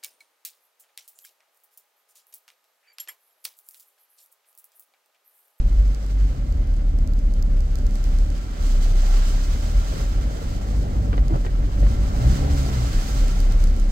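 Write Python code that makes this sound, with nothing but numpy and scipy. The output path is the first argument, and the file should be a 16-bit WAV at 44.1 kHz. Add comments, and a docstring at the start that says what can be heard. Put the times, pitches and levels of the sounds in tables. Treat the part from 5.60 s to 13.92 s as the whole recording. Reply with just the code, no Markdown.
"""The engine of a heavy four-cylinder car booms in the cabin, idling and revving as it creeps through floodwater.
Firing orders make its note; shaped noise and ringing bubbles make the rumbling, churning wheels and watery swishes.
Droplet noise surges as spray, from the car's own wheels at first, then from two oncoming cars, over the drone of
vehicles ahead. Short rings tick on the glass as drops; the wipers make one sweep, with knocks and a thud made of
rings with rattle."""
import sys
import numpy as np
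from scipy import signal
from scipy.fft import rfft, irfft, next_fast_len
from scipy.io import wavfile

SR = 44100
rng = np.random.default_rng(int(sys.argv[2]) if len(sys.argv) > 2 else 0)


def to_wav(sig):
    """Store sig (one row per channel, or 1-D mono) as 16-bit WAV at the path in sys.argv[1].

    Samples outside -1..1 are clipped; the rate is SR.
    """
    pcm = np.clip(np.atleast_2d(sig), -1, 1) * 32767
    pcm = np.round(pcm).astype(np.int16)
    wavfile.write(sys.argv[1], SR, pcm.T)  # frames by channels


N = 366823
TIME = np.arange(N) / SR

# how hard the car pushes through the water: time_s, push_db (below the hardest push)
PUSH = [(0, -8.5), (1.9, -6.5), (4.0, -7), (4.6, -4), (5.1, -3.5), (5.8, -4), (6.35, -3), (6.75, 0),
        (7.2, -1.5), (7.55, -4), (8.32, -5.5)]


def undb(db):
    """Decibels to gain."""
    return 10 ** (np.asarray(db) / 20)


def curves(table):
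    """Each column of a table, joined by lines, for every sample."""
    s, *columns = np.transpose(table)
    return [np.interp(TIME, s, column) for column in columns]


def unit(x):
    """Scale to rms 1."""
    return x / np.sqrt(np.mean(x ** 2))


def pan(db):
    """Left and right gains for a level difference, left minus right."""
    return undb(np.array([[1], [-1]]) * db / 2)


def walk(rate):
    """Smooth random wander with a spread near 1, taking a new direction rate times a second."""
    knots = rng.standard_normal(1024)
    return 1.44 * np.interp(TIME * rate, np.arange(len(knots)), knots)


def bell(s, half):
    """A smooth rise and fall around a moment, down to 1/e at half seconds either side."""
    return np.exp(-((TIME - s) / half) ** 2)


def resonance(hz, modes):
    """Lift in dB that a set of resonances gives at a frequency."""
    return sum(db / (1 + (2 * (hz - centre) / width) ** 2) for centre, width, db in modes)


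def colour(x, points, sides=None):
    """Shape a sound by a spectrum and by the resonances of glass and cabin, and lean it to one side."""
    # resonances of the glass and the cabin: centre_hz, width_hz, lift_db
    cabin = [(570.4, 9.2, 7.5), (784, 6.9, 7), (1156, 260, 3), (1351, 33, 8.5), (1562, 44, 5),
             (2074, 41, 6.5), (3055, 100, 5), (4770, 350, 0.5), (6340, 81, 5.5), (6870, 350, -2.5),
             (11700, 150, 5.5)]
    size = next_fast_len(N, True)
    f = np.fft.rfftfreq(size, 1 / SR)
    hz, db = np.transpose(points)
    spectrum_db = np.interp(np.log(f + 1), np.log(hz), db)
    gain = undb(spectrum_db + resonance(f, cabin))
    if sides is not None:
        gain = gain * pan(np.interp(f, *np.transpose(sides)))
    return irfft(rfft(x, size) * gain, size)[..., :N]


def spread(x, own):
    """From three unrelated sounds: the first reaches both sides, the others one side each."""
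    own = np.clip(own, 0, 1)
    return np.sqrt(1 - own) * x[0] + np.sqrt(own) * x[1:]


def lift_level():
    """Dips in dB of the engine note while the driver eases off."""
    # moments of easing off: centre_s, depth_db, half_length_s
    lifts = [(0.42, -13, .1), (2.81, -9, .055), (2.96, -12, .04), (4.36, -4, .1), (4.84, -5, .06),
             (7.46, -12, .07)]
    return sum(db * bell(s, half) for s, db, half in lifts)


def engine(half_db=-25, half_db_per_octave=15, uneven_db=1.74):
    """Firings boom in the cabin; unequal cylinders add half orders, and each firing shakes out a dull clatter."""
    # engine speed: time_s, firing_hz
    speed = [(0.1, 32.76), (0.27, 38.2), (0.42, 47.67), (0.66, 46.86), (0.8, 39.34), (1.0, 37.84),
             (1.4, 35.01), (1.9, 33.19), (2.3, 34.56), (2.62, 34.35), (2.75, 39.16), (2.87, 46),
             (3.02, 35.05), (3.16, 31.94), (3.75, 33.28), (4.0, 37.07), (4.22, 38.59), (4.38, 53.22),
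             (4.79, 50.15), (5.45, 49.89), (5.85, 38.3), (6.05, 48.5), (6.5, 50.06), (6.66, 62.24),
             (6.8, 69.05), (6.9, 71.1), (7.06, 67.6), (7.18, 62.2), (7.33, 50.98), (7.62, 36.21),
             (7.95, 33), (8.32, 32.98)]
    # firing note at the hardest push, most shaking at idle: firing_hz, level_db
    boom = [(33, -10.5), (36, -12.5), (38, -18), (42, -16), (51, -24), (70, -22)]
    # overtones: order (multiple of the firing rate), relative_db
    overtones = [(1.5,-11),(2,1.5),(2.5,-20),(3,-7),(3.5,-22),(4,-14),(4.5,-23),(5,-18),(6,-20),(7,-23),(8,-25)]
    # standing waves of the cabin air, with their nodes: centre_hz, width_hz, lift_db
    air_modes = [(76.3,8.4,8.5),(82.7,11.7,-5.5),(98.7,7.6,2.5),(106,5,-6),(113,7,3.5),(124,11,8.5),(141,8.6,3.5),(156,15,2),(179,14,-3),(196,14,8.5),(214,14,-8),(280,28,15),(572,50,16)]
    # spectrum of the clatter: frequency_hz, relative_db
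    clatter_colour = [(60,3),(150,-0.5),(270,-6),(380,-17.5),(700,-14.5),(2000,-37),(8000,-76)]
    idle_hz = 34
    boom_growth = 0.91  # dB of firing note per dB of push
    # base levels at idle and the hardest push, growth per octave of speed, dB per dB of push
    overtone_db, overtone_db_per_octave, overtone_growth = -31.5, -4, 0.86
    clatter_db, clatter_db_per_octave, clatter_growth = -39.3, 1.5, 0.43
    waver_db, phase_scatter = 1.7, 0.06  # unsteadiness of the overtones, in level and in radians

    hz, = curves(speed)
    push_db, = curves(PUSH)
    octaves = np.log2(hz / idle_hz)
    boom_db = np.interp(hz, *np.transpose(boom)) + boom_growth * push_db
    load_db = overtone_db + overtone_db_per_octave * octaves + overtone_growth * push_db

    phase = 2 * np.pi * np.cumsum(hz * (1 + 0.0043 * walk(25))) / SR
    half_order = undb(half_db + half_db_per_octave * octaves) * np.sin(phase / 2)
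    tone = undb(boom_db + uneven_db * walk(24)) * (np.sin(phase) + half_order)
    for order, db in overtones:
        # an overtone swells as it glides through a standing wave
        gain = undb(load_db + db + resonance(order * hz, air_modes) + waver_db * walk(14))
        # the higher ones are less steady
        jitter = phase_scatter * np.sqrt(order) * walk(24)
        tone = tone + gain * np.sin(order * phase + jitter + rng.uniform(0, 2 * np.pi))

    firing = (1 + np.cos(phase)) ** 3
    noise = spread(rng.standard_normal((3, N)), 0.13)
    clatter = unit(colour(firing * noise, clatter_colour))
    clatter_level = clatter_db + clatter_db_per_octave * octaves + clatter_growth * push_db
    return np.sqrt(2) * undb(lift_level()) * tone + undb(clatter_level) * clatter


def traffic(waver_db=1.0):
    """Only the exhaust note of the vehicles ahead gets into the cabin, fading as they draw away."""
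    # level of the note: time_s, level_db
    drone = [(0, -20.5), (.27, -16.5), (.42, -25.5), (.6, -22), (1.9, -26.5), (2.6, -30.5), (2.85, -39),
             (3.8, -33.5), (4.4, -41), (8.32, -50)]
    drone_hz = 48.5
    db, = curves(drone)
    return np.sqrt(2) * undb(db + waver_db * walk(3.3)) * np.sin(2 * np.pi * drone_hz * TIME)


def spray_level():
    """Level in dB of the falling water: each surge builds to its crest and drains away over the steady hiss."""
    # surges of spray, from the car's own wheels at first, then from oncoming cars:
    # crest_s, level_db, rise_s, fall_s (both to 1/e of the power)
    surges = [(0.6, -52, 1, 0.41), (2.48, -48, 0.28, 0.41), (3.05, -44.5, 0.078, 0.36),
              (3.53, -41.5, 0.17, 0.72), (4.15, -50, 0.32, 0.23), (4.41, -44, 0.13, 0.043),
              (4.9, -48, 0.19, 0.25), (6.2, -50.5, 0.24, 0.47), (6.72, -41.5, 0.19, 0.56),
              (7.22, -51, 0.39, 0.19), (7.5, -41.5, 0.39, 0.36)]
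    own_spray_db = -54.5  # steady hiss of the car's own wheels
    # all these levels stand ahead of the gain in spray()
    power = undb(own_spray_db) ** 2
    for s, db, rise, fall in surges:
        power = power + undb(db) ** 2 * np.exp(-np.abs(TIME - s) / np.where(TIME < s, rise, fall))
    return 10 * np.log10(power)


def bubbles(low_hz, high_hz, cycles, scatter_db, count):
    """Bubbles that ring for some cycles and rise in pitch, each starting between two frequencies."""
    out = np.zeros(N + SR)
    for when, pitch, size in rng.random((count, 3)):
        hz = low_hz * (high_hz / low_hz) ** pitch
        age = np.linspace(0, 1, int(cycles * SR / hz))  # share of its life
        decay = np.exp(-np.log(100) * age)
        ring = np.sin(2 * np.pi * cycles * age * (1 + 0.19 * age)) * decay
        start = int(when * N)
        out[start:start + len(age)] += undb(-scatter_db * np.log(0.042 + size)) * ring
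    return unit(out[:N])


def wheels(bubble_db=-4):
    """Tyres rumble over the flooded road; water churns in the arches with the push and the surges of spray."""
    # spectrum of the tyre rumble: frequency_hz, relative_db
    road_colour = [(12,-29),(24,16),(42,15.5),(62,16),(90,6.5),(130,2.5),(175,-1),(260,-1.5),(370,-13),(600,-14.5),(1500,-52)]
    # spectrum of the churning water: frequency_hz, relative_db
    churn_colour = [(150,-39),(350,0),(480,-2.5),(760,3.5),(930,-0.5),(1400,-4),(1900,-6),(3000,-16),(8000,-51)]
    road_db, churn_db = -20.5, -39  # at the hardest push
    churn_growth = 2.15  # dB of churn per dB of push
    surge_db = -1  # churn that follows the spray, against spray_level()
    bump_db = 1.3  # the rumble throbs over the uneven road
    lift_share = 0.17  # part of each engine dip that the rumble follows

    push_db, = curves(PUSH)
    rumble = unit(colour(spread(rng.standard_normal((3, N)), 0.023), road_colour))
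    rumble_db = road_db + push_db + lift_share * lift_level() + bump_db * walk(8)

    gurgle = np.array([bubbles(307.6, 2160, 10.0, 2.1, count=1500) for _ in range(3)])
    water = rng.standard_normal((3, N)) * undb(1.3 * walk(14.0)) + undb(bubble_db) * gurgle
    churn = unit(colour(spread(water, 0.29), churn_colour))
    stir = np.hypot(undb(churn_db + churn_growth * push_db), undb(surge_db + spray_level()))
    return undb(rumble_db) * rumble + stir * churn


def spray(gain_db=2.0, droplet_db=-3, splash_db=0.97, brighten=0.38):
    """Thrown water falls back as countless droplets, in uneven splashes; the louder it is, the brighter."""
    # spectrum of the spray: frequency_hz, relative_db
    spray_colour = [(400, 6.5), (900, -1), (1400, 3.5), (2000, 1.5), (2600, -0.5), (4700, -0.5), (8150, -3),
                    (8500, -10), (10300, -13.5), (16000, -14.5)]
    # the spray is mostly on the right: frequency_hz, left_minus_right_db
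    spray_side = [(500,-2),(1000,-4.5),(2000,-1),(4200,-5.5),(8000,-3),(14000,-1.5)]

    level_db = spray_level()
    landing = rng.random((3, N)) < 2500 / SR  # about 2500 droplets a second
    size_db = 2.05 * np.minimum(rng.exponential(size=(3, N)), 4)
    droplets = landing * rng.standard_normal((3, N)) * undb(size_db)
    water = spread(rng.standard_normal((3, N)) + undb(droplet_db) * unit(droplets), 0.79)
    water = unit(colour(water, spray_colour, spray_side))

    low_pass = signal.butter(2, 3500, fs=SR, output="sos")
    rush = signal.sosfiltfilt(low_pass, water)
    fizz_db = brighten * (level_db - level_db.mean()) + splash_db * walk(35)
    fizz = (water - rush) * undb(fizz_db)
    return (rush * undb(0.62 * walk(30)) + fizz) * undb(level_db + gain_db + 0.5 * walk(45))


def swells():
    """Low booms swell and die, from the engine, the drone, the body and the wiper thud."""
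    # booms: centre_s, level_db, pitch_hz, half_length_s
    booms = [(0.217, -17.5, 49.4, 0.07), (0.627, -19, 46.7, 0.11), (0.898, -21.5, 48.8, 0.39),
             (4.181, -16.5, 44.6, 0.031), (4.517, -20, 41.3, 0.099), (5.153, -23.5, 48, 0.091),
             (5.6, -20, 45.8, 0.11), (5.865, -24.5, 79, 0.053), (5.969, -23.5, 35.67, 0.16),
             (6.233, -12, 46.1, 0.063), (6.697, -17, 58.3, 0.048), (7.382, -12, 34.03, 0.031),
             (7.54, -19, 46.6, 0.064), (7.98, -23, 50.12, 0.076)]
    out = np.zeros(N)
    for s, db, hz, half in booms:
        tone = np.sin(2 * np.pi * (hz * (TIME - s) + rng.random()))
        out += undb(db) * bell(s, half) * tone
    return np.sqrt(2) * out


def drops(gain_db=1.6):
    """Single drops and a random drizzle tick on the glass, each with a slightly different ring."""
    # single drops at set times, most of them louder than the drizzle:
    # start_s, peak_db (ahead of gain and pan)
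    single = [(0.3475, -35.5), (0.4643, -41), (0.9248, -41), (1.1394, -44), (1.1662, -44), (1.3878, -40),
              (1.475, -38), (1.5357, -41), (1.5908, -43), (1.7383, -36.5), (1.8257, -34), (2.006, -38),
              (2.156, -32.5), (2.1874, -39), (2.267, -35), (2.356, -36), (2.4411, -36), (2.587, -35),
              (2.7028, -38), (2.7791, -43), (5.6821, -37), (5.7618, -40), (7.6816, -30.5), (7.8033, -31),
              (7.9229, -31.5), (8.0403, -30), (8.073, -37), (8.1653, -38), (8.1991, -33)]
    # ring of a drop ahead of detuning: pitch_hz, relative_db, t60_s
    tick = [(4700,10,0.002),(6460,5.5,0.003),(7700,2,0.0047),(11400,1,0.0024),(15100,2,0.00089)]
    drizzle_per_s, drizzle_db, drizzle_scatter_db = 3, -45, 3  # levels ahead of gain and pan
    pan_db = -17.5  # left minus right

    out = np.zeros((2, N + SR))
    age = np.arange(SR // 100) / SR
    drizzle = []
    for when, size in rng.random((int(drizzle_per_s * N / SR), 2)):
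        drizzle.append((when * N / SR, drizzle_db + drizzle_scatter_db * (2 * size - 1)))

    # the ticks hold little below this corner
    high_pass = signal.butter(4, 4000, "high", fs=SR, output="sos")
    for s, db in list(single) + drizzle:
        detune = 1 + 0.052 * rng.standard_normal(len(tick))
        ring = np.zeros(len(age))
        for k, (hz, mode_db, t60) in enumerate(tick):
            mode = undb(mode_db - 60 * age / t60) * np.sin(2 * np.pi * hz * detune[k] * age)
            ring += (-1) ** k * mode
        ring = signal.sosfilt(high_pass, ring)
        start = int(s * SR)
        out[:, start:start + len(age)] += undb(db + gain_db) * pan(pan_db) * ring / np.abs(ring).max()
    return out[:, :N]


def swishes(lump_db=3.0):
    """Watery swishes and gurgles, some of them as the wipers sweep: lumpy, hollow crowds of ringing bubbles."""
    # swishes: centre_s, level_db, half_length_s
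    moments = [(0.38, -47, 0.11), (4.384, -41, 0.06), (4.76, -41, 0.076), (4.992, -50, 0.065),
               (5.25, -43, 0.18), (5.48, -44, 0.08), (6.868, -39, 0.061)]
    # spectrum of the water: frequency_hz, relative_db
    swish_colour = [(150, -22), (330, -7), (520, -1), (740, -5), (950, -21), (2000, -27), (8000, -60)]
    water = np.array([bubbles(325, 1050, 13, 3.5, count=1200) for _ in range(3)])
    gurgle = unit(colour(spread(water, 0.53), swish_colour))
    swell = sum(undb(db) * bell(s, half) for s, db, half in moments)
    return swell * undb(lump_db * walk(40)) * gurgle


def blows(table, points, own, gain_db):
    """Each blow rings one main panel mode and sets many lesser ones rattling."""
    attack_s = 0.0005
    snap_gain, snap_s = 0.55, 0.003  # the rattle starts with a snap, this much stronger
    rattle = unit(colour(spread(rng.standard_normal((3, N)), own), points))
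    out = np.zeros((2, N))
    age = np.arange(SR // 3) / SR
    snap = 1 + snap_gain * np.exp(-age / snap_s)
    for s, rattle_db, ring_db, hz, t60 in table:
        span = int(s * SR) + np.arange(len(age))
        envelope = undb(gain_db - 60 * age / t60) * (1 - np.exp(-age / attack_s))
        ring = undb(ring_db) * np.sin(2 * np.pi * hz * age)
        out[:, span] += envelope * (undb(rattle_db) * snap * rattle[:, span] + ring)
    return out


def wiper_knocks():
    """The sweeping wipers knock: short panel rings with a rattle that differs between the sides."""
    # knocks: start_s, rattle_db, ring_db (both ahead of the gain), ring_hz, t60_s
    knocks = [(5.529,-23,-37,2300,.04),(5.538,-26,-39,1400,.05),(5.578,-23,-33,1950,.05),(5.848,-26.5,-36,1450,.06),(5.863,-25,-31,1900,.05),(6.229,-30,-36,1900,.05),(6.266,-27,-37,800,.045)]
    # spectrum of the rattle: frequency_hz, relative_db
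    knock_colour = [(150,12),(500,16),(900,5),(1400,4),(2100,-5),(2700,-4.5),(3800,-9),(6000,-28),(12000,-42)]
    return blows(knocks, knock_colour, own=0.5, gain_db=-3)


def wiper_thuds():
    """The sweep thuds through the body: lower, mostly longer rings with a rattle mostly shared by both sides."""
    # thuds: start_s, rattle_db, ring_db (both ahead of the gain), ring_hz, t60_s
    thuds = [(5.697,-33,-30,270,.07),(5.706,-28,-23,318,.11),(5.724,-29,-28,325,.09),(5.736,-27,-15,123,.11),(5.743,-31,-27,300,.08),(5.755,-25,-27,500,.05),(5.756,-36,-21,92,.09),(5.768,-35,-32,390,.05)]
    # spectrum of the rattle: frequency_hz, relative_db
    thud_colour = [(40,2),(80,15),(120,2),(200,-1),(320,0),(430,-9),(700,-9),(1400,-21),(2200,-34),(4000,-40),(10000,-60)]
    return blows(thuds, thud_colour, own=0.12, gain_db=2)


def scene():
    """Engine, water and wipers as heard from behind the windscreen."""
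    car = engine() + swells() + wheels()
    water = spray() + drops() + swishes()
    return car + traffic() + water + wiper_knocks() + wiper_thuds()


def record(dry):
    """Sound reaches the left microphone slightly later; the top is cut."""
    lag = 19  # samples
    top_hz = 15800
    ports = np.array([np.pad(dry[0], (lag, 0))[:N], dry[1]])
    return signal.sosfilt(signal.ellip(10, 0.2, 80, top_hz, fs=SR, output="sos"), ports)


dry = scene()
out = record(dry)
to_wav(out)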